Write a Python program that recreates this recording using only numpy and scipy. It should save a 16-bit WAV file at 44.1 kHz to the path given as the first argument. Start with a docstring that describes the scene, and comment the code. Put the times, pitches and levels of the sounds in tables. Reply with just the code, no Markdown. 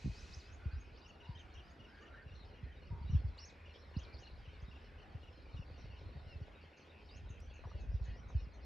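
"""Light wind over open farmland

Turbulent eddies thump on the microphone above the rumble of a light breeze. Small birds chirp all
round at a distance, each call a near-pure tone from the syrinx; lower calls come from the tree line.
Far away a one-cylinder engine chugs, each firing ringing its exhaust pipe. Behind them lie a soft wash
of leaves, a low drone and a brief opening hiss, and the stubble crunches faintly underfoot."""
import sys
import numpy as np
from scipy import signal
from scipy.fft import rfft, irfft, next_fast_len
from scipy.io import wavfile
from scipy.ndimage import uniform_filter1d

SR = 44100
rng = np.random.default_rng(int(sys.argv[2]) if len(sys.argv) > 2 else 0)


def generate_wav(signal):
    """Clip the signal to [-1, 1] and save it as 16-bit WAV at the path in sys.argv[1]."""
    frames = np.transpose(np.atleast_2d(signal))
    scaled = np.clip(frames, -1, 1) * 32767
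    pcm = np.round(scaled).astype(np.int16)
    wavfile.write(sys.argv[1], SR, pcm)


N = 381465
TIME = np.arange(N) / SR


# strength of the breeze: (time [s], level [dB])
BREEZE = [(0.0, -58), (0.86, -61.5), (1.03, -62), (1.71, -65), (2.25, -60.5), (2.8, -59.5), (2.98, -53),
          (3.16, -45), (3.44, -64), (3.73, -64.5), (4.17, -58.5), (5.35, -61.5), (5.47, -56.5),
          (6.48, -60.5), (6.82, -76), (7.03, -61), (7.18, -55), (7.68, -58.5), (7.85, -51.5), (8.65, -54.5)]
# spectrum of the turbulence: (frequency [Hz], relative density [dB])
RUMBLE_SPECTRUM = [(12, -56), (25, -36.5), (42, 1), (70, 5.5), (100, -10), (150, -14.5), (250, -22),
                   (600, -53), (2000, -88)]
# large eddies at their crests: (time [s], peak level [dB], frequency [Hz])
LARGE_EDDIES = [(0.052, -34, 115), (0.063, -30, 180), (0.079, -33, 170), (0.099, -35, 95.2),
                (0.375, -43.5, 90), (0.667, -30.5, 94), (0.742, -36, 80), (0.768, -36, 65),
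                (1.299, -36.5, 113), (1.365, -47.5, 84.5), (2.268, -44.5, 107), (2.32, -44.5, 68.9),
                (2.45, -48, 69.4), (2.64, -38, 86), (2.915, -36, 90), (2.932, -35.5, 113),
                (3.05, -38.5, 94.6), (3.105, -29, 101.2), (3.14, -25.5, 84.7), (3.156, -21.5, 90),
                (3.255, -29, 82.5), (3.295, -38, 65), (3.972, -30.5, 134), (4.148, -43, 79.1),
                (4.485, -44.5, 90), (4.636, -41, 79.4), (4.69, -46, 95), (5.156, -36, 105),
                (5.55, -38.5, 87.8), (5.6, -37, 101.2), (5.85, -42, 113.5), (5.91, -44, 79.4),
                (6.067, -44.5, 79.5), (6.163, -42, 116), (6.176, -44, 120), (6.27, -48, 93.6),
                (6.365, -39.5, 100), (6.42, -37.5, 122), (7.312, -39, 85.9), (7.663, -39.5, 101),
                (7.757, -34.5, 77), (7.81, -40, 65), (7.9, -34.5, 66.6), (7.951, -29, 80),
                (8.02, -31.5, 70), (8.092, -37.5, 71.6), (8.361, -25, 74.6), (8.433, -39, 60)]

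def wind():
    """Turbulence: pressure at the microphone fluctuates as a low rumble with distinct eddies on top."""
    level_db = curve(BREEZE, TIME) + 2.0 * wander(N, hz=11)
    rumble = coloured_noise(RUMBLE_SPECTRUM, patchy_db=1.5) * amp(level_db + 3.0)
    rumble = signal.sosfilt(signal.butter(4, 33, "high", fs=SR, output="sos"), rumble)
    rows = [*LARGE_EDDIES, *small_eddies()]
    shared = eddies(rows, ragged=.11)
    apart = eddies(rows, ragged=.35)  # the swirl differs from port to port
    return (rumble + shared) * amp([[-.3], [.3]]) + amp(-14.5) * np.array([apart, -apart])


def eddies(rows, ragged, rise_cycles=1.277, spread=0.62, sag=1.226, port_hz=48.6):
    """Pressure transients: each eddy slaps the microphone port with a few swings that slow as they die."""
    out, t = np.zeros(N), np.arange(1, SR // 7) / SR
    for start, db, hz in rows:
        rise = rise_cycles / hz
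        age = t / rise  # 1 at the crest
        pitch = port_hz + (hz - port_hz) * np.exp(sag * (1 - age))  # sinks towards the port's low limit
        pitch *= np.exp(ragged * wander(len(t), hz=90))
        swing = np.sin(2 * np.pi * (np.cumsum(pitch) / SR + rng.random()))
        envelope = np.exp(-.5 * (np.log(age) / spread) ** 2) * np.cos(np.pi / 2 * t / t[-1])
        add(out, start - rise, amp(db) * envelope * swing)
    return out


def small_eddies(per_second=4, over_breeze_db=8, low_hz=65, high_hz=135):
    """Random arrivals: small eddies scale with the breeze. Returns rows like those of LARGE_EDDIES."""
    when, size, chance = rng.random((100, 3)).T
    crests = when * TIME[-1]
    db = curve(BREEZE, crests) + over_breeze_db
    hz = high_hz * (low_hz / high_hz) ** size
    return np.transpose([crests, db, hz])[chance < per_second * TIME[-1] / len(crests)]


def birds(cutoff_hz=7400):
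    """Propagation outdoors: ground and trees scatter the calls, and air absorption removes their top."""
    clear, near, edge = clear_calls(), near_calls(), edge_calls()
    far = rasps() + chatter()
    trees = tree_line_calls()
    mix = (whistles()
           + scattered(clear, wet_db=-6.5, t60=0.15)
           + scattered(near, wet_db=-4.0, t60=0.18)
           + scattered(edge, wet_db=-1.5, t60=0.25)
           + scattered(far, wet_db=3.5, t60=0.1)
           + scattered(trees, wet_db=3.0, t60=0.11))
    return signal.sosfilt(signal.butter(8, cutoff_hz, fs=SR, output="sos"), mix)


def syrinx(length, hz, contour, rough, overtone_db, flutter_db=2.5, sway_db=1.5, trill=0, trill_hz=105):
    """Modulation of a near-pure tone: jitter roughens it, a trill chops it into quick falling pulses."""
    progress = np.linspace(0, 1, int(max(length, .01) * SR))
    size = len(progress)
    at, bend, loudness = np.transpose(contour)
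    beat = 2 * np.pi * (trill_hz * length * progress + rng.random() + .15 * wander(size, hz=45))
    waver = 1 + rough * wander(size, hz=460) - trill * np.sin(beat)
    pitch = hz * np.interp(progress, at, bend) * waver
    phase = 2 * np.pi * np.cumsum(pitch) / SR
    overtone = amp(overtone_db) * np.sin(2 * phase) / (1 + (pitch / 3600) ** 10)  # air absorption
    pulses = (1 + np.cos(beat)) if trill else 1
    flutter = amp(flutter_db * wander(size, hz=113) + sway_db * wander(size, hz=26))
    envelope = np.interp(progress, at, loudness) * signal.windows.tukey(size, .15)
    return evened((np.sin(phase) + overtone) * envelope * pulses * flutter)


def calls(rows, contour, **voice):
    """Superposition: calls of one kind share a contour, scaled in duration, pitch and level."""
    out = np.zeros(N)
    for start, length, hz, db in rows:
        add(out, start, amp(db) * syrinx(length, hz, contour, **voice))
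    return out


def glides(rows, **voice):
    """Linear frequency sweeps: each call slides from just under its first pitch to its last."""
    out = np.zeros(N)
    for start, length, first_hz, last_hz, db in rows:
        contour = [(0, 0.97, 0.84), (1, last_hz / first_hz, 0.95)]
        add(out, start, amp(db) * syrinx(length, first_hz, contour, overtone_db=-28, **voice))
    return out


# two-note chirrups: (time [s], top pitch [Hz], level [dB])
CHIRRUPS = [(1.043, 3020, -64), (1.2, 2950, -65.5), (1.35, 3200, -64.5), (1.548, 2930, -65.5),
            (1.796, 2956, -66), (2.018, 3000, -67.5), (2.274, 2880, -69.5), (2.536, 2926, -72),
            (2.816, 2980, -70.5), (3.092, 2960, -68), (3.376, 2950, -68), (3.652, 2920, -66.5),
            (3.938, 2940, -66), (4.22, 2950, -65.5), (4.441, 3110, -69), (4.709, 2840, -66.5),
            (4.98, 3000, -67.5), (5.227, 2940, -68), (5.566, 2920, -66), (5.922, 2930, -70)]
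# calls over the open field: (time [s], duration [s], reference pitch [Hz], level [dB])
SLURS = [(5.86, .105, 2555, -73.5), (6.24, 0.135, 2590, -68.5)]  # long and falling
SAGS = [(7.755, 0.1, 2560, -72), (8.025, 0.11, 2515, -75), (8.33, .1, 2503, -74.5),
        (8.575, 0.096, 2500, -82)]  # sink and level off
TRILLS = [(6.52, .125, 2540, -73), (6.72, 0.12, 2590, -73.5), (6.915, 0.12, 2570, -70),
          (7.105, 0.11, 2660, -69.5), (7.297, 0.115, 2600, -71), (7.505, 0.115, 2610, -68.5)]  # buzzing
PIPS = [(3.071, 0.026, 3800, -69), (6.71, 0.018, 3600, -78), (6.895, .024, 3670, -71.5),
        (7.089, 0.017, 3720, -65.5), (7.286, 0.013, 3610, -72), (7.497, .02, 3330, -72)]  # sharp, most just ahead of a trill
# their contours: (share of duration [0-1], pitch [ratio], amplitude [0-1])
CHIRRUP_CONTOUR = [(0, .92, 0.5), (.27, 1, 1), (.58, .97, 1), (1, .87, 0.78)]
SLUR_CONTOUR = [(0, 1.34, 0.31), (.25, 1.14, 0.44), (.5, 1.09, 1), (.8, 1.02, 1), (1, 1, .7)]
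SAG_CONTOUR = [(0, 1.1, 0.37), (.25, 1.04, 0.54), (.6, 1.01, 1), (1, .99, 0.99)]
TRILL_CONTOUR = [(0, 1.09, 0.77), (.3, 1.01, 0.98), (.75, .99, 1), (1, .98, 0.63)]
PIP_CONTOUR = [(0, 1.06, 0.53), (.55, .98, 1), (1, 1.08, .5)]

def clear_calls(note_s=0.028, step_s=.042):
    """Nearly periodic vibration: a steady syrinx gives the birds over the open field their clear tone."""
    notes = [(start + delay, note_s, hz, db) for start, hz, db in CHIRRUPS for delay in (0, step_s)]
    out = calls(notes, CHIRRUP_CONTOUR, rough=0.0035, overtone_db=-18, flutter_db=1.6, sway_db=3.0)
    out += calls(SLURS, SLUR_CONTOUR, rough=0.003, overtone_db=-26, flutter_db=0.5, sway_db=3.0)
    out += calls(SAGS, SAG_CONTOUR, rough=0.0036, overtone_db=-18, flutter_db=0.6, sway_db=0)
    out += calls(TRILLS, TRILL_CONTOUR, rough=0.013, overtone_db=-37, flutter_db=0.5, sway_db=0,
                 trill=0.066)
    return out + calls(PIPS, PIP_CONTOUR, rough=0.008, overtone_db=-25, flutter_db=1.2)


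# high, nearer calls: (time [s], duration [s], reference pitch [Hz], level [dB])
SWEEPS = [(0.13, 0.1, 6310, -70), (0.42, 0.15, 6800, -76), (0.703, 0.13, 6660, -77.5),
          (1.01, 0.1, 6760, -75), (1.3, 0.13, 6670, -80.5), (1.612, .125, 6740, -82.5),
          (1.925, 0.13, 6920, -86), (7.1, .092, 6750, -72)]
ARCHES = [(0.318, 0.108, 6810, -65), (.96, 0.069, 6300, -73), (3.955, 0.11, 6750, -68),
          (4.165, 0.11, 6600, -71.5), (4.587, 0.08, 6700, -79.5), (6.765, .042, 5470, -77)]
DOUBLE_ARCHES = [(3.37, .143, 6670, -62.5)]
# their contours: (share of duration [0-1], pitch [ratio], amplitude [0-1])
SWEEP_CONTOUR = [(0, .66, 1), (.2, .71, 0.84), (.45, .745, 0.6), (.62, .85, .75), (.8, 1, 0.87),
                 (.9, 0.95, 0.7), (1, .99, .25)]
ARCH_CONTOUR = [(0, 0.48, 0.65), (.2, .75, 0.97), (.36, .9, .35), (.5, 0.96, .15), (.64, .93, .2),
                (.76, .73, .6), (.9, .55, 1), (1, 0.62, 0.58)]
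DOUBLE_ARCH_CONTOUR = [(0, 0.46, 0.48), (.1, .62, 0.95), (.26, 0.876, 0.74), (0.419, .8, 0.9),
                       (0.522, .81, 0.86), (0.631, 0.99, 0.25), (.76, .96, .45), (0.879, 0.62, 0.51),
                       (1, 0.46, 0.58)]

def near_calls():
    """Wide frequency modulation: the pitch sweeps upward, or arches over one or two crests."""
    out = calls(SWEEPS, SWEEP_CONTOUR, rough=0.009, overtone_db=-30, sway_db=1.0)
    out += calls(ARCHES, ARCH_CONTOUR, rough=0.0513, overtone_db=-22, flutter_db=4.0, sway_db=2.3)
    return out + calls(DOUBLE_ARCHES, DOUBLE_ARCH_CONTOUR, rough=0.02, overtone_db=-3, sway_db=1.0)


# thin calls at the field's edge: (time [s], duration [s], top pitch [Hz], level [dB])
CHIPS = [(.145, 0.048, 5350, -70), (2.845, 0.061, 5330, -83), (7.392, 0.074, 6030, -78),
         (7.64, .07, 5900, -81.5), (7.9, .07, 5820, -84), (8.14, 0.074, 5780, -78.5),
         (8.605, 0.085, 5700, -79)]
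TICKS = [(6.765, 0.05, 6550, -80.5), (7.29, 0.029, 6800, -73.5), (7.535, 0.039, 6700, -78),
         (7.795, 0.036, 6660, -79.5), (8.038, 0.026, 6900, -77), (8.278, .036, 6400, -79),
         (8.532, 0.046, 6360, -82)]
# curve of a chip: (share of duration [0-1], pitch [ratio], amplitude [0-1])
CHIP_CONTOUR = [(0, 0.73, 0.69), (.25, .93, .85), (.55, 0.99, .9), (.8, 1, .85), (1, 0.89, 0.38)]

def edge_calls():
    """Tone bursts: brief, high notes with almost no overtone are heard as thin chips and ticks."""
    chips = calls(CHIPS, CHIP_CONTOUR, rough=0.012, overtone_db=-30)
    return chips + calls(TICKS, CHIRRUP_CONTOUR, rough=0.04, overtone_db=-30)


# raspy notes: (time [s], duration [s], pitch [Hz], level [dB])
RASPS = [(1.372, 0.019, 3500, -68.5), (1.535, 0.059, 5700, -79.5), (1.572, 0.025, 3230, -67.5),
         (2.15, 0.041, 4970, -91), (2.335, .07, 5530, -84.5), (2.345, 0.11, 3980, -75),
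         (2.445, 0.023, 5100, -83), (3.1, 0.079, 5560, -77.5), (3.14, 0.054, 3210, -74),
         (3.73, 0.095, 5280, -78), (3.732, 0.036, 3370, -68), (3.995, 0.055, 3276, -70),
         (4.125, 0.049, 4640, -70), (4.22, 0.14, 4070, -76), (5.55, 0.1, 5360, -85),
         (5.765, 0.096, 5570, -81), (5.97, 0.063, 5310, -84), (6.26, 0.099, 5050, -81),
         (8.375, 0.075, 5270, -79)]
# their slight fall: (share of duration [0-1], pitch [ratio], amplitude [0-1])
RASP_CONTOUR = [(0, 1.02, 0.87), (0.399, 1.01, 0.96), (1, .97, .5)]

def rasps():
    """Spectral broadening: an unsteady syrinx spreads each tone into a raspy band."""
    return calls(RASPS, RASP_CONTOUR, rough=0.05, overtone_db=-26)


# plain whistles: (time [s], duration [s], first pitch [Hz], last pitch [Hz], level [dB])
WHISTLES = [(0, 0.56, 2573, 2590, -72.5), (0.6, 0.34, 2525, 2520, -76.5), (3.476, 0.3, 2590, 2373, -74),
            (4.045, 0.1, 2415, 2370, -69), (5.44, 0.081, 2480, 2310, -72.5),
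            (8.095, 0.073, 2850, 2860, -74)]

def whistles():
    """Amplitude modulation: held notes flutter in level while their pitch moves little."""
    return glides(WHISTLES, rough=0.0092, flutter_db=4.0, sway_db=.6)


# low calls: (time [s], duration [s], first pitch [Hz], last pitch [Hz], level [dB])
HOOTS = [(0.58, 0.2, 1438, 1586, -73.5), (1.22, 0.13, 1025, 941, -73), (1.4, 0.4, 804, 668, -79.5),
         (1.86, 0.22, 1448, 1890, -74), (2.0, 0.25, 1179, 1602, -74.5), (2.13, 0.088, 1620, 1900, -68.5),
         (2.62, 0.11, 2020, 1890, -74), (2.9, 0.14, 984, 923, -71.5), (5.03, 0.068, 770, 818, -74.5),
         (8.04, 0.14, 1890, 1894, -74)]

def tree_line_calls():
    """Frequency jitter: strong random wavering makes the low calls from the trees hoarse."""
    return glides(HOOTS, rough=0.075, flutter_db=2.0, sway_db=0.3)


def chatter(count=400, low_hz=2750, high_hz=5700):
    """Incoherent summation: many birds too far off to tell apart, the higher notes arriving weaker."""
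    out = np.zeros(N)
    for when, length, height, slide, loudness in rng.random((count, 5)):
        contour = [(0, 1 - 0.12 * slide, .5), (.5, 0.97, 0.83), (1, 0.79 + 0.12 * slide, 0.44)]
        hz = low_hz * (high_hz / low_hz) ** height
        note = syrinx(0.0242 + .06 * length, hz, contour, rough=0.023, overtone_db=-16,
                      flutter_db=3.0, sway_db=2.0)
        add(out, when * TIME[-1], amp(-82 + 4 * loudness - 8 * height) * note)
    return out


# speed of the engine: (time [s], firing rate [Hz])
FIRING_RATE = [(0, 12.1), (1.55, 12.22), (2.52, 12.7), (3.45, 12.91), (4.38, 12.95), (5.32, 12.77),
               (6.25, 12.84), (7.2, 12.58), (8.2, 12.15)]
# how well its exhaust carries on the wind: (time [s], peak level [dB])
ENGINE_LEVEL = [(0, -69), (2, -60), (3, -53.5), (4.2, -50.5), (4.9, -54.5), (5.6, -50), (6.5, -49),
                (7.1, -53.5), (7.7, -49), (8.6, -53)]
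# exhaust pipe resonances: (frequency [Hz], relative level [dB], 60 dB decay time [s])
EXHAUST_MODES = [(146, -10, .08), (425, -6.5, 0.028), (529, 2, 0.023), (740, -13, 0.02)]

def engine(uneven_db=0.5, ragged=0.21, blast_s=0.0013, one_firing_at_s=5.78):
    """Impulse excitation: each firing is a short ragged blast that rings the exhaust pipe's modes."""
    cycles = np.cumsum(curve(FIRING_RATE, TIME)) / SR
    cycles -= np.interp(one_firing_at_s, TIME, cycles)
    firings = TIME[1:][np.diff(np.floor(cycles)) > 0]
    out, t = np.zeros(N), np.arange(SR // 14) / SR
    pipe = sum(amp(db - 60 * t / t60) * np.sin(2 * np.pi * hz * t) for hz, db, t60 in EXHAUST_MODES)
    for start, noise in zip(firings, rng.standard_normal((len(firings), len(t)))):
        gas = noise * np.exp(-t / blast_s)
        blast = (t == 0) + ragged * gas / np.linalg.norm(gas)
        chug = signal.fftconvolve(blast, pipe)[:len(t)]
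        peak_db = curve(ENGINE_LEVEL, start) + uneven_db * noise[-1]
        add(out, start, amp(peak_db) * chug / abs(chug).max())
    return out


# spectrum of leaves and countryside: (frequency [Hz], relative density [dB])
WASH_SPECTRUM = [(40, -15), (120, 1.5), (250, 5), (450, 2.5), (700, 0), (1200, -3.5), (1450, -2),
                 (2600, -6), (3300, -12.5), (5400, -19.5), (6500, -33), (7800, -31.5), (11500, -36.5),
                 (14000, -44)]
# strength of its treble: (time [s], level [dB])
WASH_TREBLE = [(0, -66.5), (1.05, -70), (1.7, -68.5), (2.6, -71), (4.1, -68.5), (7.1, -70), (8.65, -72.5)]

def far_wash(body_db=-65, crossover_hz=1200):
    """Broadband noise: distant leaves and countryside merge into an even body under a drifting treble."""
    wash = coloured_noise(WASH_SPECTRUM, patchy_db=2)
    low = signal.sosfiltfilt(signal.butter(2, crossover_hz, fs=SR, output="sos"), wash)
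    body = evened(low) * amp(body_db + wander(N, hz=41))
    treble = evened(wash - low) * amp(curve(WASH_TREBLE, TIME) + .5 * wander(N, hz=13))
    return body + treble


# far tones: (frequency [Hz], level [dB], width [Hz])
DRONE_TONES = [(79.2, -63.5, 8.7), (415.8, -78.5, 13), (1464, -83, 24), (2510, -88.5, 58)]

def drone():
    """Narrow-band noise: each far tone wavers at random in amplitude and phase."""
    out = np.zeros(N)
    for hz, db, width in DRONE_TONES:
        phase = 2 * np.pi * hz * TIME
        out += amp(db) * (wander(N, width) * np.cos(phase) + wander(N, width) * np.sin(phase))
    return out


# spectrum of the bright hiss: (frequency [Hz], relative density [dB])
HISS_SPECTRUM = [(600, -41), (1800, -15), (2420, -5), (2560, 12), (2700, -1), (4200, 7), (6200, 2.5),
                 (7800, -5), (9000, -11.5), (13000, -31)]

def hiss(level_db=-66, hold_s=0.32, fade_db_per_s=60):
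    """Exponential decay: a bright hiss holds briefly, then dies away."""
    fade_db = fade_db_per_s * np.maximum(TIME - hold_s, 0)
    return coloured_noise(HISS_SPECTRUM, patchy_db=1.5) * amp(level_db - fade_db)


# crunches underfoot: (time [s], peak level [dB], frequency that sets the band [Hz])
CRUNCHES = [(7.405, -66, 8500), (7.462, -74, 6000), (7.641, -49, 1150), (7.654, -49, 950),
            (7.676, -55, 600), (7.717, -49, 1000), (7.755, -54, 500), (8.305, -50, 1050)]

def stubble(decay_s=0.0029):
    """Brittle fracture: dry stalks and clods give way in short noise bursts that swell and die."""
    out, t = np.zeros(N), np.arange(SR // 20) / SR
    for when, db, hz in CRUNCHES:
        band = signal.butter(3, [hz * 0.5, hz * 1.24], "band", fs=SR, output="sos")
        burst = signal.sosfilt(band, rng.standard_normal(len(t)) * t * np.exp(-t / decay_s))
        add(out, when - .004, amp(db) * burst / abs(burst).max())
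    return out


# likeness of left and right: (frequency [Hz], correlation [ratio, clipped to +-1 in use])
CORRELATION = [(60, 0.94), (180, 0.86), (350, 0.83), (700, 0.61), (1400, 0.085), (2200, 1), (5000, 0.71),
               (7000, 1), (8500, -1.11), (11000, 0.48)]

def coloured_noise(spectrum, patchy_db):
    """Partial coherence: two channels of shaped noise share a part, with drifting patches of level."""
    hz = np.fft.rfftfreq(2048, 1 / SR)
    left_re, left_im, own_re, own_im, patches = rng.standard_normal((5, N // 512 + 5, len(hz)))
    patches = uniform_filter1d(patches, size=9, axis=0)  # smooth in time
    patches = evened(uniform_filter1d(patches, size=14, axis=1))  # and in frequency
    same = np.clip(log_curve(CORRELATION, hz), -1, 1)
    left = left_re + 1j * left_im
    right = same * left + np.sqrt(1 - same ** 2) * (own_re + 1j * own_im)
    frames = np.array([left, right]) * amp(log_curve(spectrum, hz) + patchy_db * patches)
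    _, noise = signal.istft(frames.transpose(0, 2, 1), nperseg=2048, noverlap=1536)
    return evened(noise[:, :N])


def scattered(x, wet_db, t60):
    """Scattering: ground and trees add a thin tail of echoes, a little different at each ear."""
    t = np.arange(SR // 2) / SR
    echoes = rng.standard_normal((2, len(t))) * (rng.random((2, len(t))) < .05) * amp(-60 * t / t60)
    echoes = echoes + .5 * echoes[::-1]  # each side hears some of the other
    tail = signal.fftconvolve(x[None], echoes / np.linalg.norm(echoes[0]), axes=1)[:, :N]
    return x + amp(wet_db) * tail


def wander(size, hz):
    """Low-pass noise: a smooth random drift of rms about 1, moving up to the given rate."""
    length = next_fast_len(max(size, SR // 10))
    smooth = np.exp(-(np.fft.rfftfreq(length, 1 / SR) / hz) ** 2)
    return evened(irfft(rfft(rng.standard_normal(length)) * smooth, length))[:size]


def amp(db):
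    """Decibels to amplitude ratio."""
    return 10 ** (np.asarray(db) / 20)


def evened(x):
    """Normalisation to rms 1."""
    return x / np.sqrt(np.mean(x ** 2) + 1e-20)


def curve(points, seconds):
    """Linear interpolation in time."""
    return np.interp(seconds, *np.transpose(points))


def log_curve(points, hz):
    """Interpolation on a log-frequency axis."""
    frequency, value = np.transpose(points)
    return np.interp(np.log(hz + 1), np.log(frequency + 1), value)


def add(mix, seconds, sound):
    """Superposition of a sound on the mix at a given time."""
    part = mix[max(round(seconds * SR), 0):][:len(sound)]
    part += sound[:len(part)]


def scene():
    """Superposition: field, stubble, far engine, birds and wind sum at the microphone."""
    background = far_wash() + drone() + hiss() + stubble()
    return background + scattered(engine(), wet_db=-15.5, t60=0.45) + birds() + wind()


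def record(dry):
    """Band limiting: the recorder passes sound up to 13 kHz."""
    lowpass = signal.firwin(511, 13000, window=("kaiser", 9), fs=SR)
    return signal.oaconvolve(dry, lowpass[None], "same")


dry = scene()
out = record(dry)
generate_wav(out)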